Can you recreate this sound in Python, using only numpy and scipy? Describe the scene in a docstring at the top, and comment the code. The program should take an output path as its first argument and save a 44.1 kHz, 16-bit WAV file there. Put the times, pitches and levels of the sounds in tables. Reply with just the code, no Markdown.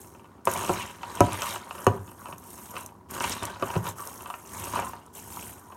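"""Caramel popcorn stirred in a plastic bowl

Hardened caramel popcorn is stirred and tossed with a wooden spoon in a plastic bowl on a kitchen counter.
The sugar shells crackle and snap: random clicks and timed cracks, each a burst of short ringing modes.
Clumps crunch, rub, tumble and now and then squeak; spoon and counter knock the bowl's decaying modes.
A small hard room answers with sparse echoes over a dull hush; the microphone is close.
"""
import sys
import numpy as np
from scipy import signal
from scipy.io import wavfile
from scipy.ndimage import uniform_filter1d

SR = 44100
rng = np.random.default_rng(int(sys.argv[2]) if len(sys.argv) > 2 else 0)


def to_wav(sig):
    """Store sig (one row per channel, or 1-D mono) as 16-bit WAV at the path in sys.argv[1].

    Samples outside -1..1 are clipped; the rate is SR.
    """
    pcm = np.clip(np.atleast_2d(sig), -1, 1) * 32767
    pcm = np.round(pcm).astype(np.int16)
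    wavfile.write(sys.argv[1], SR, pcm.T)  # frames by channels


N = 254324
T = np.arange(N) / SR
EDGE_HZ = 16050  # top of the microphone's band

# spectrum of breaking sugar shells: [f/Hz, gain/dB]
SHELL_COLOUR = [(2400, -15.5), (3900, -9.5), (4800, -12), (5800, 1), (7400, -0.5), (9500, 2.5),
                (10400, -2.5), (11300, 0), (14500, -5), (16100, -12)]
# spectrum of crunching and rattling kernels: [f/Hz, gain/dB]
CRUNCH_COLOUR = [(800, -14), (1450, -2), (2100, -2), (2870, -1), (3500, -4.5), (4600, -6.5), (6800, -15),
                 (12000, -34)]


def amp(db):
    """Decibels to amplitude."""
    return 10 ** (np.asarray(db) / 20)


def unit(x):
    """Scale to an RMS of one."""
    return x / np.sqrt(np.mean(x ** 2) + 1e-20)


def read(points, hz):
    """A table of (Hz, value) joined by lines on a log-frequency axis."""
    f, value = np.transpose(points)
    return np.interp(np.log(hz + 1), np.log(f + 1), value)


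def add(mix, s, sound):
    """Lay a sound into the mix from the time s, cut at the end."""
    part = mix[round(s * SR):][:len(sound)]
    part += sound[:len(part)]


def colour(x, points, size=8192):
    """Causal minimum-phase filter with the given spectrum, so clicks keep their sharp fronts."""
    hz = abs(np.fft.fftfreq(size, 1 / SR))
    log_gain = np.log(amp(read(points, hz)))
    spectrum = np.exp(signal.hilbert(log_gain).conj())
    taps = np.fft.ifft(spectrum).real[:size // 2]
    return signal.oaconvolve(x, taps)[:N]


def contacts(per_s, spread_db, cap):
    """Random tiny impacts, many weak and a few strong, with steady mean power."""
    size = amp(spread_db * np.minimum(rng.exponential(1, N), cap))
    struck = rng.random(N) < per_s / SR
    clicks = size * rng.choice([-1, 1], N) * struck
    power = uniform_filter1d(clicks ** 2, size=3500)
    return clicks / np.sqrt(abs(power) + 1e-6)


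def chip(hz, ring_s, scatter, count=9):
    """A brittle shell breaks: a burst of splinters and a few brief modes scattered around its pitch."""
    t = np.arange(SR // 60) / SR
    modes_hz = np.minimum(hz * np.exp(scatter * rng.standard_normal((count, 1))), EDGE_HZ)
    ring = np.sin(2 * np.pi * (modes_hz * t + rng.random((count, 1)))).sum(0)
    splinters = rng.standard_normal(len(t)) * np.exp(-2 * t / ring_s)
    return unit(ring) * np.exp(-t / ring_s) + splinters


def grains(clicks, low_hz, high_hz, ring_s, count=28):
    """Every click strikes a kernel of random size; the size sets the pitch of its chip."""
    kernel = rng.integers(0, count, N)
    total = np.zeros(N)
    for k, hz in enumerate(np.geomspace(low_hz, high_hz, count)):
        sound = unit(chip(hz, ring_s, scatter=0.154, count=3))
        total += signal.oaconvolve(clicks * (kernel == k), sound)[:N]
    return unit(total)


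def shifting(x, depth_db, size=9):
    """Gaps between the moving kernels open and close, so each moment has its own small resonances."""
    z = signal.stft(x, nperseg=512)[2]
    patches = rng.standard_normal(z.shape)
    for axis in (0, 1):  # smooth over frequency, then over time
        patches = uniform_filter1d(patches, size=size, axis=axis)
    return unit(signal.istft(z * amp(depth_db * unit(patches)), nperseg=512)[1][:N])


def stirring(axis):
    """Gain of crackle (0), crunch (1), rub (2) or tumble (3): strokes swell, hold, die as the heap settles."""
    # strokes of the spoon: [start t/s, attack/s, hold/s, release/s to fall 20 dB, effort/dB,
    #   then over the effort: bite into the clumps/dB, lean on the wall/dB, clumps dropped/dB]
    strokes = [(0.0, 0.0033, 0.0046, 0.24, -50.5, -11, -14, -2.5),
               (0.027, 0.061, 0.3, 0.132, -76.5, 5, 14, 11),
               (0.445, 0.053, 0.24, 0.27, -40, -1.5, -1.5, -2.5),
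               (0.732, 0.038, 0.028, 0.18, -48.5, 10, 6, -15), (0.979, 0.244, 0.11, 0.6, -46.5, 4, 5, 0.5),
               (1.297, 0.21, 0.024, 0.08, -37.5, -0.5, -1, -13),
               (1.648, 0.17, 0.02, 0.16, -47.5, -8.5, 2.5, -6), (1.865, 0.02, 0.083, 0.1, -57, -4, 9.5, 12),
               (1.989, 0.091, 0.017, 0.23, -55, -18, -2.5, 2.5),
               (2.15, 0.057, 0.13, 0.03, -53.5, -10, 3.5, -0.5),
               (2.338, 0.18, 0.18, 0.13, -49, -10.0, -6.5, -4.5),
               (2.684, 0.072, 0.015, 0.18, -50.5, -2, 6.5, -0.5),
               (2.753, 0.048, 0.018, 0.06, -47, -4, -16, -9),
               (3.084, 0.058, 0.016, 0.23, -42.5, -1.5, 0.5, 0),
               (3.195, 0.037, 0.093, 0.148, -39.5, 3.5, 0, -1),
               (3.409, 0.018, 0.005, 0.25, -48.0, 7.0, 8.0, 3.5),
               (3.576, 0.09, 0.093, 0.17, -46.0, -3.0, 5.5, -2.0),
               (3.823, 0.04, 0.038, 0.04, -41.0, -3.0, 0.5, -3.5),
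               (3.954, 0.033, 0.016, 0.84, -44, -8.5, -1.0, -6.5),
               (4.442, 0.14, 0.21, 0.03, -42.5, -5.0, -3, -3),
               (4.708, 0.057, 0.0045, 0.23, -47, 5, 10.5, 7.5), (4.82, 0.02, 0.04, 0.1, -46, -14, -17, -16),
               (5.127, 0.042, 0.017, 0.11, -44, -8.5, -12.5, -7),
               (5.173, 0.19, 0.112, 0.18, -44.0, -7.5, -9, -4),
               (5.44, 0.32, 0.015, 0.197, -60.0, -7.5, 6.5, -2)]
    # the bowl never rests in the hand: [crackle/dB, crunch/dB, rubbing/dB, tumbling/dB]
    resting = (-89, -96, -63, -56.5)
    swell_curve = 1.68  # a stroke's power grows with this power of time
    t = np.linspace(0, T[-1], num=N // 64)
    power = amp(resting[axis]) ** 2
    for start, attack, hold, release, effort_db, *shares_db in strokes:
        swell = np.clip((t - start) / attack, 0, 1) ** swell_curve
        settle_db = -20 * np.maximum(t - start - attack - hold, 0) / release
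        stroke_db = effort_db + [0, *shares_db][axis] + settle_db
        power = power + swell * amp(stroke_db) ** 2
    return np.interp(T, t, np.sqrt(power))


def strays(gain, over_db, count):
    """Small events at random moments, as strong as the stirring is then: rows of (s, level dB)."""
    return [(T[i], 20 * np.log10(gain[i]) + over_db) for i in rng.integers(0, N, count)]


def room_tone(level_db=-58):
    """The quiet, dull hush of the kitchen: noise through a falling spectrum."""
    # spectrum of the hush: [f/Hz, gain/dB]
    hush_colour = [(28, -6), (85, -4.5), (280, 3.5), (520, -11.5), (1000, -10), (2000, -31), (4200, -29.5),
                   (9500, -32), (15800, -33)]
    return amp(level_db) * unit(colour(rng.standard_normal(N), hush_colour))


def reflections(t60_share, gap_s):
    """Sparse echoes of unit energy after a gap, the bass lasting longest."""
    # decay of the room, before each echo group's share: [f/Hz, t60/s]
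    room_decay = [(85, 0.73), (320, 0.35), (950, 0.33), (2900, 0.21), (7800, 0.16), (15800, 0.19)]
    size = SR // 2
    arrives = (rng.random(size) < 4000 / SR) * (np.arange(size) / SR > gap_s)
    taps = rng.choice([-1, 1], size) * arrives
    hz, t, z = signal.stft(taps, SR, nperseg=256)
    t60 = t60_share * read(room_decay, hz)[:, None]
    tail = signal.istft(z * amp(-60 * t / t60), SR, nperseg=256)[1]
    return tail / np.linalg.norm(tail)


def kitchen(x, near_db=-10, far_db=-13.5):
    """Quick bright echoes from bowl and counter, then the fainter tail of the room."""
    bright = signal.butter(2, 1300, "highpass", fs=SR)
    near = signal.lfilter(*bright, reflections(t60_share=.2, gap_s=.0015))
    echoes = amp(near_db) * near + amp(far_db) * reflections(t60_share=0.73, gap_s=0.011)
    return x + signal.fftconvolve(x, echoes)[:N]


def squeaks(level_db=0, jitter=0.039, width=0.16):
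    """Sticky kernels stick and slip on the plastic: an uneven train of slips through one broad resonance."""
    # squeaks: [t/s, length/s, level/dB, slip rate at the start f/Hz, at the end f/Hz, resonance f/Hz]
    squeak_table = [(0.787, 0.058, -40, 520, 440, 2740), (3.316, 0.017, -34.5, 1100, 990, 5850),
                    (3.38, 0.021, -49, 1300, 1300, 3900), (3.484, 0.036, -46, 770, 810, 1670)]
    out = np.zeros(N)
    order = np.arange(1, 15)[:, None]  # harmonics of the slip rate
    for s, length, db, start_hz, end_hz, peak_hz in squeak_table:
        slip_hz = np.linspace(start_hz, end_hz, round(length * SR))
        wander = unit(uniform_filter1d(rng.standard_normal(SR), size=40))[:len(slip_hz)]
        turns = np.cumsum(slip_hz * (1 + jitter * wander)) / SR
        resonance = 1 / np.hypot(width, np.log(order * slip_hz / peak_hz)) ** 2
        tone = (np.cos(2 * np.pi * order * turns) * resonance).sum(0)
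        add(out, s, amp(db) * unit(tone) * signal.windows.tukey(len(tone)))
    return amp(level_db) * out


def tumble(level_db=0.0):
    """Light clumps fall on the bottom of the bowl with soft thuds."""
    # spectrum of the thuds: [f/Hz, gain/dB]
    thud_colour = [(24, -56), (42, -15), (66, 3), (96, 6), (135, -3.5), (205, 3.5), (295, -3.5), (395, 2),
                   (470, -9.5), (850, -9), (2100, -65), (8000, -113)]
    thuds = colour(contacts(per_s=320, spread_db=2.0, cap=10.0), thud_colour)
    return amp(level_db) * unit(thuds) * stirring(axis=3)


def knocks(level_db=-6, load=0.023, rattle_db=-8, rattle_s=0.0023, bounce_db=-7):
    """Each knock rings the bowl and jolts the kernels; low bending waves travel slower and arrive later."""
    # knocks by spoon and counter, before the layer levels:
    #   [t/s, strength level/dB, weight in the low modes/dB, hardness in the high modes and the rattle/dB]
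    knock_table = [(0.149, -42, -1, 4), (0.4721, -11.5, -5, 0), (.557, -24, -5, -16),
                   (.636, -29, -1.5, 5.5), (.6925, -20, 4, 4.5), (.699, -17.5, 1, -19),
                   (1.032, -29, -16, 10.5), (1.2056, -6, 2.5, -6), (1.322, -34.5, -10, 18.5),
                   (1.4198, -27, -10.5, 15.5), (1.559, -25.5, -12.5, 7.5), (1.709, -30, -12, 8.5),
                   (1.8665, -8.5, 3, -0.5), (2.257, -34, -16, 3.5), (2.286, -32.5, -4.5, -2),
                   (2.326, -40.5, 4.5, 15), (2.766, -26, -28, 9.5), (3.206, -22.5, -4.5, 7),
                   (3.241, -25, -10, 15.5), (3.424, -31.5, 2, 7), (3.6245, -15, -3, 0),
                   (3.755, -23.5, 2, 1.5), (3.763, -26, 8.5, 5), (3.866, -31.5, -10, 9),
                   (4.259, -29.5, -26.5, 5), (4.301, -24, -30.5, 1.5), (4.3396, -27.5, -21, 4.5),
                   (4.757, -19, -32, -2), (4.791, -20, -9, 0.5), (4.934, -29.5, -14, -5),
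                   (5.37, -26.5, -40, -25)]
    # modes of the plastic bowl, before the popcorn detunes them: [f/Hz, level/dB, t60/s]
    bowl_modes = [(74.2, -21, 0.2), (101, -6.5, 0.11), (125, -11.5, 0.028), (185, -7, 0.098),
                  (235, -14, 0.055), (328, -16, 0.16), (372, 1.5, 0.068), (475, -16.5, 0.094),
                  (564.6, -0.5, 0.067), (697, 0.5, 0.046), (798, -4, 0.019), (942, 0.5, 0.041),
                  (980, 3, 0.051), (1140, -3, 0.014), (1236, 4, 0.025), (1427, -10.5, 0.043),
                  (1573, -20.5, 0.11), (1627, -15.5, 0.025), (1767, -12.5, 0.02), (2320, -16.5, 0.013),
                  (2648, -3.5, 0.011), (2962, -13.5, 0.029)]
    tap_db, tap_weight_db, tap_hard_db = 9.5, -2, 9.5  # stray kernels tap the wall; first is over the rubbing
    travel_s, rise_s = .0007, .0003
    hz, mode_db, t60 = np.transpose(bowl_modes)[:, :, None]
    since = np.arange(SR // 4) / SR
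    t = np.maximum(since - travel_s * (np.sqrt(hz.max() / hz) - 1), 0)
    fade = amp(mode_db - 60 * t / t60) * (1 - np.exp(-t / rise_s))
    ring, rattle = np.zeros((2, N))
    taps = [(s, db, tap_weight_db, tap_hard_db) for s, db in strays(stirring(axis=2), tap_db, count=50)]
    for s, strength_db, weight_db, hard_db in knock_table + taps:
        tilt = [(100, 2.2 * weight_db), (380, weight_db), (950, 0.032), (2600, hard_db)]  # (Hz, dB)
        blow = amp(strength_db + read(tilt, hz))
        spot = rng.uniform(-0.38, 0.43, hz.shape)  # where the blow lands shifts each mode's phase
        loaded_hz = hz * (1 + load * rng.standard_normal(hz.shape))  # the shifting popcorn detunes the wall
        knock = (blow * fade * np.sin(2 * np.pi * (loaded_hz * t + spot))).sum(0)
        add(ring, s, knock)
        add(ring, s + rng.uniform(.0065, .0085), amp(bounce_db) * knock)  # the springy wall strikes back once
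        jolt = rng.standard_normal(len(since)) * np.exp(-since / rattle_s)
        add(rattle, s, amp(strength_db + hard_db) * jolt)
    return amp(level_db) * ring + amp(rattle_db) * colour(rattle, CRUNCH_COLOUR)


def snaps(level_db=-13.5, stage_s=0.0011, small_hz=6500, small_db=22):
    """The larger caramel shells break one by one, each crack running in a few quick stages."""
    # the largest shells breaking, before the layer level: [t/s, level/dB, centre of the modes f/Hz]
    snap_table = [(0.454, -11, 11000), (0.478, -20, 8350), (0.515, -9.5, 9900), (.5367, -6, 8950),
                  (.575, -11, 5500), (0.647, -13, 5360), (1.153, -16.5, 8490), (1.206, -3.5, 6830),
                  (1.331, -10, 9500), (1.420, -7, 5650), (1.867, -6, 6030), (2.382, -22, 11400),
                  (2.505, -22, 9000), (2.862, -16.5, 9600), (3.1103, -15, 11700), (3.201, -12, 4500),
                  (3.2223, -11, 7900), (3.241, -22, 6000), (3.2963, -9.5, 9200), (3.4312, -14.5, 6800),
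                  (3.453, -9, 7100), (3.89, -17, 9700), (4.073, -12.5, 9000), (4.6416, -13, 6840),
                  (4.799, -14.5, 7600), (5.063, -30, 9550)]
    out = np.zeros(N)
    small = [(s, db, small_hz) for s, db in strays(stirring(axis=0), small_db, count=35)]
    for s, db, hz in snap_table + small:
        crack = np.cumsum(stage_s * rng.uniform(.5, 1.5, size=2))
        for delay, stage_db in zip([0, *crack], [0, -3, -7]):
            add(out, s + delay, amp(db + stage_db) * chip(hz, ring_s=0.00068, scatter=0.303))
    return amp(level_db) * colour(out, SHELL_COLOUR)


def crunch_and_rub(crunch_db=-3, rub_db=2.5, shared=0.63):
    """Clumps catch and slip under the spoon; each slip crunches a kernel and shakes the wall."""
    # spectrum of the rubbed wall: [f/Hz, gain/dB]
    rub_colour = [(200, -24), (460, -13), (565, -8), (790, -11), (950, 4), (1060, -2), (1320, -8),
                  (1620, -13), (2100, -23), (3800, -43), (9000, -70)]
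    slips = contacts(per_s=1100, spread_db=3.5, cap=4.2)
    drag = contacts(per_s=500, spread_db=3.2, cap=4)
    kernels = grains(slips, low_hz=1360, high_hz=5500, ring_s=0.0022)
    crunch = shifting(colour(kernels, CRUNCH_COLOUR), depth_db=2.2)
    rub = shifting(colour(drag + shared * slips, rub_colour), depth_db=2.5, size=5)
    return amp(crunch_db) * crunch * stirring(axis=1) + amp(rub_db) * rub * stirring(axis=2)


def crackle(level_db=-1.0, fizz_db=-5, split_hz=9500):
    """Sugar shells of many sizes tick against each other over a fine sliding fizz."""
    # light grazing favours the smallest splinters: fineness at even bite, and its change per dB of bite
    fine_db, fine_per_bite = 0.4, -0.38
    clicks = contacts(per_s=1700, spread_db=4.2, cap=4.5)
    ticks = grains(clicks, low_hz=4277, high_hz=15350, ring_s=0.0026)
    fizz = amp(fizz_db) * rng.standard_normal(N)
    shells = shifting(colour(ticks + fizz, SHELL_COLOUR), depth_db=0.87)
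    coarse = signal.sosfiltfilt(signal.butter(2, split_hz, fs=SR, output="sos"), shells)
    splinters = shells - coarse
    effort = stirring(axis=0)
    bite = stirring(axis=1) / effort
    fine = amp(fine_db) * bite ** fine_per_bite
    return amp(level_db) * (coarse / fine + splinters * fine) * effort


def scene():
    """The stirred bowl in its kitchen, over the room's hush."""
    bowl = squeaks() + tumble() + knocks() + snaps() + crunch_and_rub() + crackle()
    return (kitchen(bowl) + room_tone())[None]


def record(dry, low_hz=50):
    """A small close microphone rounds off the hardest knocks and sheds the deep bass; then the band limit."""
    rounded = .9 * np.tanh(dry / .9)
    thin = signal.sosfilt(signal.butter(4, low_hz, "highpass", fs=SR, output="sos"), rounded)
    band = signal.firwin(401, EDGE_HZ, window=("kaiser", 9), fs=SR)
    return signal.oaconvolve(thin, band[None], "same")


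dry = scene()
out = record(dry)
to_wav(out)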